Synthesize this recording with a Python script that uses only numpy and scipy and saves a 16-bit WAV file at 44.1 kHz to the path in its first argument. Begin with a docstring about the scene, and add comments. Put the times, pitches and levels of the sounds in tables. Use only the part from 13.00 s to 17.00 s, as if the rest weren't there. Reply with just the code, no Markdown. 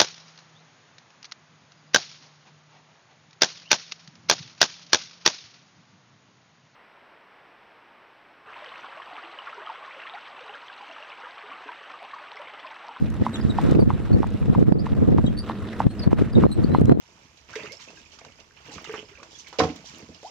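"""A horse trots along an asphalt lane, heard from the seat of the carriage behind it.
From the start the wheels drone and hiss on the grit, and the harness ticks. Hoof impacts follow,
about three a second, with stick-slip squeaks between them. Gusts buffet the two microphone ports in
nearly opposite phase, ease around 2.5 s and return; their peaks push the recorder's limiter down.
Near the end come three faint rising whistles."""
import sys
import numpy as np
from scipy import signal
from scipy.io import wavfile

SR = 44100
rng = np.random.default_rng(int(sys.argv[2]) if len(sys.argv) > 2 else 0)


def wav_out(sig):
    """Save sig, one row per channel (or a flat mono array), as 16-bit PCM at SR to the path in sys.argv[1]."""
    wavfile.write(sys.argv[1], SR, np.round(np.clip(np.atleast_2d(sig).T, -1, 1) * 32767).astype(np.int16))


N = 176400
T = np.arange(N) / SR


def from_db(db):
    """Amplitude ratio for a level in decibels."""
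    return 10 ** (np.asarray(db) / 20)


def unit_rms(x):
    """Normalisation to unit mean power."""
    return x / np.sqrt(np.mean(x ** 2) + 1e-20)


def at_hz(points, hz):
    """Interpolation on a logarithmic frequency axis."""
    f, values = np.transpose(points)
    return np.interp(np.log(hz), np.log(f), values)


def pan(db):
    """Channel gains for a left-right level difference."""
    return from_db(np.array([[db], [-db]]) / 2)


def add(out, start_s, x):
    """Superposition of x on out from a given time."""
    i = max(int(start_s * SR), 0)
    out[..., i:i + x.shape[-1]] += x[..., :max(N - i, 0)]


def drift(rate_hz):
    """Random fluctuation: low-passed Gaussian noise of unit power."""
    r = np.exp(-2 * np.pi * rate_hz / SR)
    return unit_rms(signal.sosfilt([1, 0, 0, 1, -2 * r, r * r], rng.standard_normal(N + SR))[SR:])


def band(x, edges_hz):
    """Band-pass filtering."""
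    sos = signal.butter(2, np.minimum(edges_hz, SR / 2 - 1), "band", fs=SR, output="sos")
    return signal.sosfilt(sos, x)


def noise_bands(spectrum, correlation, count):
    """Partly correlated stereo noise in half-octave bands, as (f/Hz, signal), of total power 1."""
    edges = 22 * 2 ** (np.arange(count + 1) / 2)
    white, bands = rng.standard_normal((2, 2, N)), []
    for k in range(count):
        hz = np.sqrt(edges[k] * edges[k + 1])
        mid, side = band(white[k % 2], edges[k:k + 2])
        c = np.clip(at_hz(correlation, hz), -1, 1)
        stereo = np.sqrt(1 + c) * mid + np.sqrt(1 - c) * side * [[1], [-1]]
        bands.append((hz, from_db(at_hz(spectrum, hz)) * stereo))
    total_rms = np.sqrt(sum(np.mean(x ** 2) for _, x in bands))
    return [(hz, x / total_rms) for hz, x in bands]


def swell(u):
    """Transient envelope: a rounded rise to 1 at u = 1, then decay."""
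    return (u * np.exp(1 - u)) ** 2


# Modes of a hoof knock: (f/pitch, relative level/dB, nominal time to peak/s)
HOOF_MODES = [(.97, 17, 0.0012), (1.15, -15.5, 0.0045), (2.1, -12, 0.0024), (3.4, -31, .0006),
              (.5, -45, 0.0014)]
# Diagonal pairs of hooves landing:
# (t/s, relative level/dB, pitch f/Hz, ring time factor, second hoof's delay/s, its level/dB re the first)
HOOFBEATS = [(.2650, -11, 996, 1.1, .0045, -25), (.5855, -8.5, 890, 1.6, 0.00404, -12),
             (0.9036, -13, 1003, 0.93, .006, -9), (1.2308, -13.5, 920, 0.83, .0113, -3.5),
             (1.5495, -15.5, 994, 1.03, .006, -23), (1.8666, -19, 990, 1.06, .0102, -25),
             (2.1834, -13, 935, 0.73, .004, -18), (2.4973, -14, 933, 0.75, .012, -6.5),
             (2.8031, -6, 927, 0.95, .006, -19), (3.1158, -21, 880, 0.72, .013, 6),
             (3.4367, -12, 1110, 0.88, .004, -9), (3.748, -5.5, 970, 0.95, .005, -14)]

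def hooves(gain_db=-0.5, scatter_db=-15.5, scatter_t60_s=0.07, crunch_lead_s=0.011):
    """Impact excitation: a shoe skids on grit, damped modes knock, road and carriage scatter the sound."""
    out, t = np.zeros((2, N)), np.arange(SR // 10) / SR
    for start, db, hz, ring, delay, second_db in HOOFBEATS:
        knock = sum(from_db(mode_db) * swell(t / (peak_s * ring)) * np.sin(2 * np.pi * hz * ratio * t)
                    for ratio, mode_db, peak_s in HOOF_MODES)
        knock *= from_db(db + gain_db) / np.abs(knock).max()
        add(out, start, knock)
        add(out, start + delay, knock * from_db(second_db))
        paths = rng.standard_normal(len(t)) + 0.5 * rng.standard_normal((2, len(t)))
        paths *= from_db(-60 * t / scatter_t60_s)
        scatter = signal.fftconvolve(paths, knock[None], axes=1)
        add(out, start, scatter / np.abs(scatter).max() * from_db(db + gain_db + scatter_db))
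        skid = rng.standard_normal(len(t)) + 0.29 * rng.standard_normal((2, len(t)))
        crunch = band(skid, edges_hz=[690, 2460]) * swell(t / 0.0067)
        add(out, start - crunch_lead_s, crunch * from_db(-31))
    return out * pan(-1.5)


# Squeaks: (t/s, duration/s, relative level/dB, octave level/dB re that, start, middle and end f/Hz)
SQUEAKS = [(0.333, 0.036, -35.5, -8, 4030, 3620, 3000), (.356, .020, -42.5, -8, 3700, 2770, 3040),
           (0.41, 0.0088, -41, -22, 4950, 4970, 4700), (0.494, 0.024, -36, -13.5, 3840, 3870, 3630),
           (0.791, 0.036, -45, -15, 4570, 4600, 4050), (1.126, .024, -42.5, -18, 4180, 4360, 4360),
           (1.729, 0.021, -45, -20, 4650, 4700, 4700), (1.785, 0.027, -37.5, -27, 4360, 4780, 5180),
           (2.259, .014, -41, -13, 3700, 3800, 3700), (2.262, 0.025, -37.5, -19, 3330, 3220, 3250),
           (2.367, 0.046, -35, -14, 4400, 4630, 4710), (2.888, 0.035, -47, -2, 3900, 4200, 4250),
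           (2.991, 0.013, -37, -20, 5100, 4900, 4870), (3.016, .030, -35.5, -28, 4280, 4500, 4400),
           (3.328, .012, -45, -18, 5400, 4800, 4630), (3.346, 0.021, -38.5, -26, 3770, 3630, 3660),
           (3.509, 0.029, -37, -5, 4300, 4030, 4120), (3.635, 0.022, -40.5, -23, 4650, 4470, 4780)]

def harness_squeaks(gain_db=1.5, jitter_depth=0.018, flutter_db=4.5, echo_db=-7, echo_t60_s=0.14):
    """Stick-slip friction: three harmonics, unsteady in pitch and level, scattered by the carriage."""
    out, jitter, flutter = np.zeros((2, N)), drift(210), drift(150)
    for start, length, db, octave_db, *pitches in SQUEAKS:
        u = np.linspace(0, 1, int(length * SR))
        now = int(start * SR) + np.arange(len(u))
        glide_hz = np.polyval(np.polyfit([0, 0.5, 1], pitches, 2), u)
        phase = 2 * np.pi * np.cumsum(glide_hz * (1 + jitter_depth * jitter[now])) / SR
        tone = sum(from_db(harmonic_db) * np.sin(k * (phase + rng.normal(0, 1.16, (2, 1))))
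                   for k, harmonic_db in enumerate([0, octave_db, octave_db - 19.5], start=1))
        envelope = np.sin(np.pi * u) * unit_rms(from_db(flutter_db * flutter[now]))
        add(out, start, tone * envelope * from_db(db + gain_db))
    t = T[:SR // 10]
    paths = unit_rms(rng.standard_normal((2, len(t))) * from_db(-60 * t / echo_t60_s)) / np.sqrt(len(t))
    return out + from_db(echo_db) * signal.fftconvolve(out, paths, axes=1)[:, :N]


# Ticks of buckles and grit: (t/s, relative level/dB)
TICKS = [(0.102, -33), (0.1407, -37), (.2365, -52), (0.2644, -40), (.615, -31), (0.7118, -28), (1.118, -42),
         (1.2057, -43), (1.271, -35), (1.305, -40), (1.598, -42), (2.150, -49), (3.130, -48), (3.797, -38),
         (3.81, -33), (3.856, -31.5)]

def ticks(gain_db=-5.5, t60_s=0.011):
    """A brief impact has a broad spectrum: each tick is bright noise with an exponential decay."""
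    out, t = np.zeros((2, N)), np.arange(SR // 20) / SR
    for start, db in TICKS:
        noise = rng.standard_normal(len(t)) + rng.standard_normal((2, len(t)))
        click = band(noise * from_db(-60 * t / t60_s), edges_hz=[2000, 8000])
        add(out, start, click * from_db(db + gain_db))
    return out


# Envelope of the gritty hiss: (t/s, relative level/dB)
GRIT_LEVEL = [(0.0, -53), (0.15, -54), (0.25, -47), (0.27, -41), (0.28, -48.5), (0.5, -49.5), (0.69, -40),
              (0.84, -58), (0.9, -52), (1.54, -51), (1.76, -58.5), (1.87, -48.5), (1.88, -51.5),
              (2.46, -55.5), (2.47, -45.5), (2.57, -52), (2.81, -45), (2.89, -55.5), (3.06, -45.5),
              (3.08, -62), (3.13, -43), (3.15, -56.5), (3.2, -38.5), (3.24, -50.5), (3.38, -54.5),
              (3.41, -45.5), (3.49, -57), (3.76, -49), (3.97, -60.5), (3.98, -50.5)]
# Share of that level swing which each band follows: (f/Hz, share)
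GRIT_SHARE = [(200, 0.6), (1800, 0.93), (6000, 0.78), (14000, .35)]
# Spectrum of the rolling noise: (f/Hz, relative spectral density level/dB)
ROAD_SPECTRUM = [(30, -1), (100, 16.5), (300, 16), (450, 10.5), (650, 4), (1000, -1), (1400, 5), (2000, -8),
                 (3000, -7), (4500, -17.5), (6000, -20.5), (8000, -21), (11000, -32), (15500, -33)]
# Likeness of its two channels: (f/Hz, correlation coefficient)
ROAD_CORRELATION = [(60, 0.29), (250, 0.97), (1000, 0.92), (2000, .7), (3500, 0.63), (6000, 0), (12000, 0)]
# Resonances of the carriage body: (f/Hz, width/Hz, level/dB)
BODY_MODES = [(110, 23, -42.5), (202.1, 15, -38), (223, 10.4, -39.5), (297.8, 21, -46)]

def wheels(hiss_db=-37.5, grain_db=3, patchy_db=2.34):
    """Random excitation: rolling on grit makes a grainy hiss and drives the carriage's resonances."""
    grit_db = np.interp(T, *np.transpose(GRIT_LEVEL))
    swing_db = grit_db - grit_db.mean() + grain_db * drift(100)
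    hiss = sum(noise * from_db(hiss_db + at_hz(GRIT_SHARE, hz) * swing_db + patchy_db * drift(19))
               for hz, noise in noise_bands(ROAD_SPECTRUM, ROAD_CORRELATION, count=19))
    drone = np.zeros(N)
    for hz, width, db in BODY_MODES:
        phase = 2 * np.pi * hz * T
        drone += from_db(db) * unit_rms(drift(width) * np.cos(phase) + drift(width) * np.sin(phase))
    return (hiss + drone) * pan(-1.4)


# Strength of the wind at the microphone: (t/s, relative level/dB)
GUSTS = [(0.0, -27), (0.01, -20.5), (0.05, -26), (0.13, -30), (0.18, -31), (0.22, -22.5), (0.25, -50),
         (0.3, -68), (0.36, -46), (0.38, -24.5), (0.45, -21), (0.56, -28), (0.69, -15.5), (0.86, -17.5),
         (0.93, -21), (1.04, -28.5), (1.15, -15), (1.32, -30), (1.35, -19), (1.4, -53), (1.42, -22.5),
         (1.53, -13), (1.55, -40), (1.56, -19.5), (1.63, -11), (1.65, -22), (1.8, -12), (1.89, -32),
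         (1.91, -12.5), (1.96, -23), (1.99, -14.5), (2.36, -24), (2.48, -54), (2.51, -46), (2.57, -65),
         (2.62, -36), (2.75, -67), (2.87, -8.5), (2.89, -29), (2.94, -46), (3.02, -30), (3.04, -51),
         (3.07, -14.5), (3.27, -21), (3.3, -43.5), (3.37, -9), (3.43, -16), (3.56, -26.5), (3.61, -18),
         (4.0, -13)]
# Spectrum of the turbulence: (f/Hz, relative spectral density level/dB)
WIND_SPECTRUM = [(25, -16.5), (60, 2), (120, 6), (200, 2.5), (300, -4.5), (480, -12), (720, -31),
                 (1000, -62), (2000, -92), (4000, -65)]

def wind(level_db=-18, reference_db=-17.5, lump_db=4, brightening_per_octave=0.59):
    """Turbulent pressure fluctuates at the ports; stronger gusts reach higher frequencies."""
    gust_db = np.interp(T, *np.transpose(GUSTS)) - reference_db + lump_db * drift(36)
    out = np.zeros((2, N))
    for hz, noise in noise_bands(WIND_SPECTRUM, correlation=[(100, -0.65)], count=11):
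        octaves = np.clip(np.log2(hz / 150), -1, 1.3)
        out += noise * from_db(gust_db * (1 + brightening_per_octave * octaves))
    return out * from_db(level_db)


# Single eddies thumping the ports: (t/s, relative level/dB, f/Hz, left-right difference/dB)
EDDIES = [(.018, -5, 172, -6), (0.451, -4.5, 169, -5), (.691, -4.5, 233, -12.5), (0.724, -5.5, 364, 13.5),
          (0.773, -6, 278, 17), (0.83, -9, 194, 10), (.878, -1.5, 187, -5), (0.938, -9, 127, -10),
          (1.119, -5, 151, -1), (1.150, -2.5, 114, 9), (1.205, -4.5, 243, -9), (1.501, 0.5, 174, -2.5),
          (1.591, -1.5, 162, -3.5), (1.628, 0.5, 261, -7.5), (1.684, 0, 203, -4), (1.724, 3.5, 190, -10.5),
          (1.92, -12, 202, 13), (1.992, -26, 239, 7), (2.079, -5, 282, -3), (2.148, -1, 268, -4.5),
          (2.868, 2, 168, 9.5), (3.077, -3.5, 163, 10), (3.132, 2.5, 300, 3), (3.222, -1.5, 280, 6),
          (3.373, -11, 334, 6), (3.447, -3.5, 233, 5.5), (3.466, -2.5, 386, -6.5), (3.647, -2, 227, 9),
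          (3.786, -2.5, 269, 9), (3.850, -6.5, 146, -26), (3.896, 4, 275, -2), (3.974, -3, 343, 6)]

def eddies(gain_db=0.5, width_cycles=0.48):
    """A passing eddy is one brief pressure swing, nearly in antiphase at the two ports."""
    out, t = np.zeros((2, N)), np.arange(-SR // 40, SR // 40) / SR
    for centre, db, hz, side_db in EDDIES:
        phase = 2 * np.pi * hz * t + rng.normal(0, 0.33, (2, 1))
        swing = np.cos(phase) / np.cosh(2 * hz * t / width_cycles)
        port_gains = unit_rms(pan(side_db)) * [[1], [-1]] * rng.choice([-1, 1])
        add(out, centre + t[0], swing * port_gains * from_db(db + gain_db))
    return out


# Thin whistles: (t/s, duration/s, level/dB, start f/Hz, end f/Hz)
WHISTLES = [(3.45, 0.12, -58, 4070, 4300), (3.708, .078, -50, 3920, 4180), (3.866, 0.1, -53, 4000, 4150)]

def whistles():
    """Frequency glide: a faint pure tone rises and levels off."""
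    out = np.zeros(N)
    for start, length, db, from_hz, to_hz in WHISTLES:
        u = np.linspace(0, 1, int(length * SR))
        hz = from_hz + (to_hz - from_hz) * np.sin(np.pi * u / 2)
        envelope = np.sqrt(np.abs(np.sin(np.pi * u)))
        add(out, start, from_db(db) * envelope * np.sin(2 * np.pi * np.cumsum(hz) / SR))
    return out


def scene():
    """Linear superposition of horse, carriage and wind."""
    return hooves() + harness_squeaks() + ticks() + wheels() + wind() + eddies() + whistles()


def record(dry, limit_db=-2, attack_s=0.0046, release_db_per_s=74.5, look_ahead_s=0.00092):
    """Peak limiting: the gain ducks and recovers; what slips through clips; a low-pass cuts the top."""
    over_db = np.maximum(20 * np.log10(np.abs(dry).max(axis=0) + 1e-9) - limit_db, 0)
    held_db = np.maximum.accumulate(over_db + release_db_per_s * T) - release_db_per_s * T
    early_db = np.interp(T + look_ahead_s, T, held_db)
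    r = np.exp(-1 / (attack_s * SR))
    reduction_db = signal.lfilter([1 - r], [1, -r], early_db)
    limited = np.clip(dry * from_db(-reduction_db), -1, 1)
    return signal.sosfilt(signal.ellip(10, 0.2, 80, 15800, fs=SR, output="sos"), limited)


dry = scene()
out = record(dry)
wav_out(out)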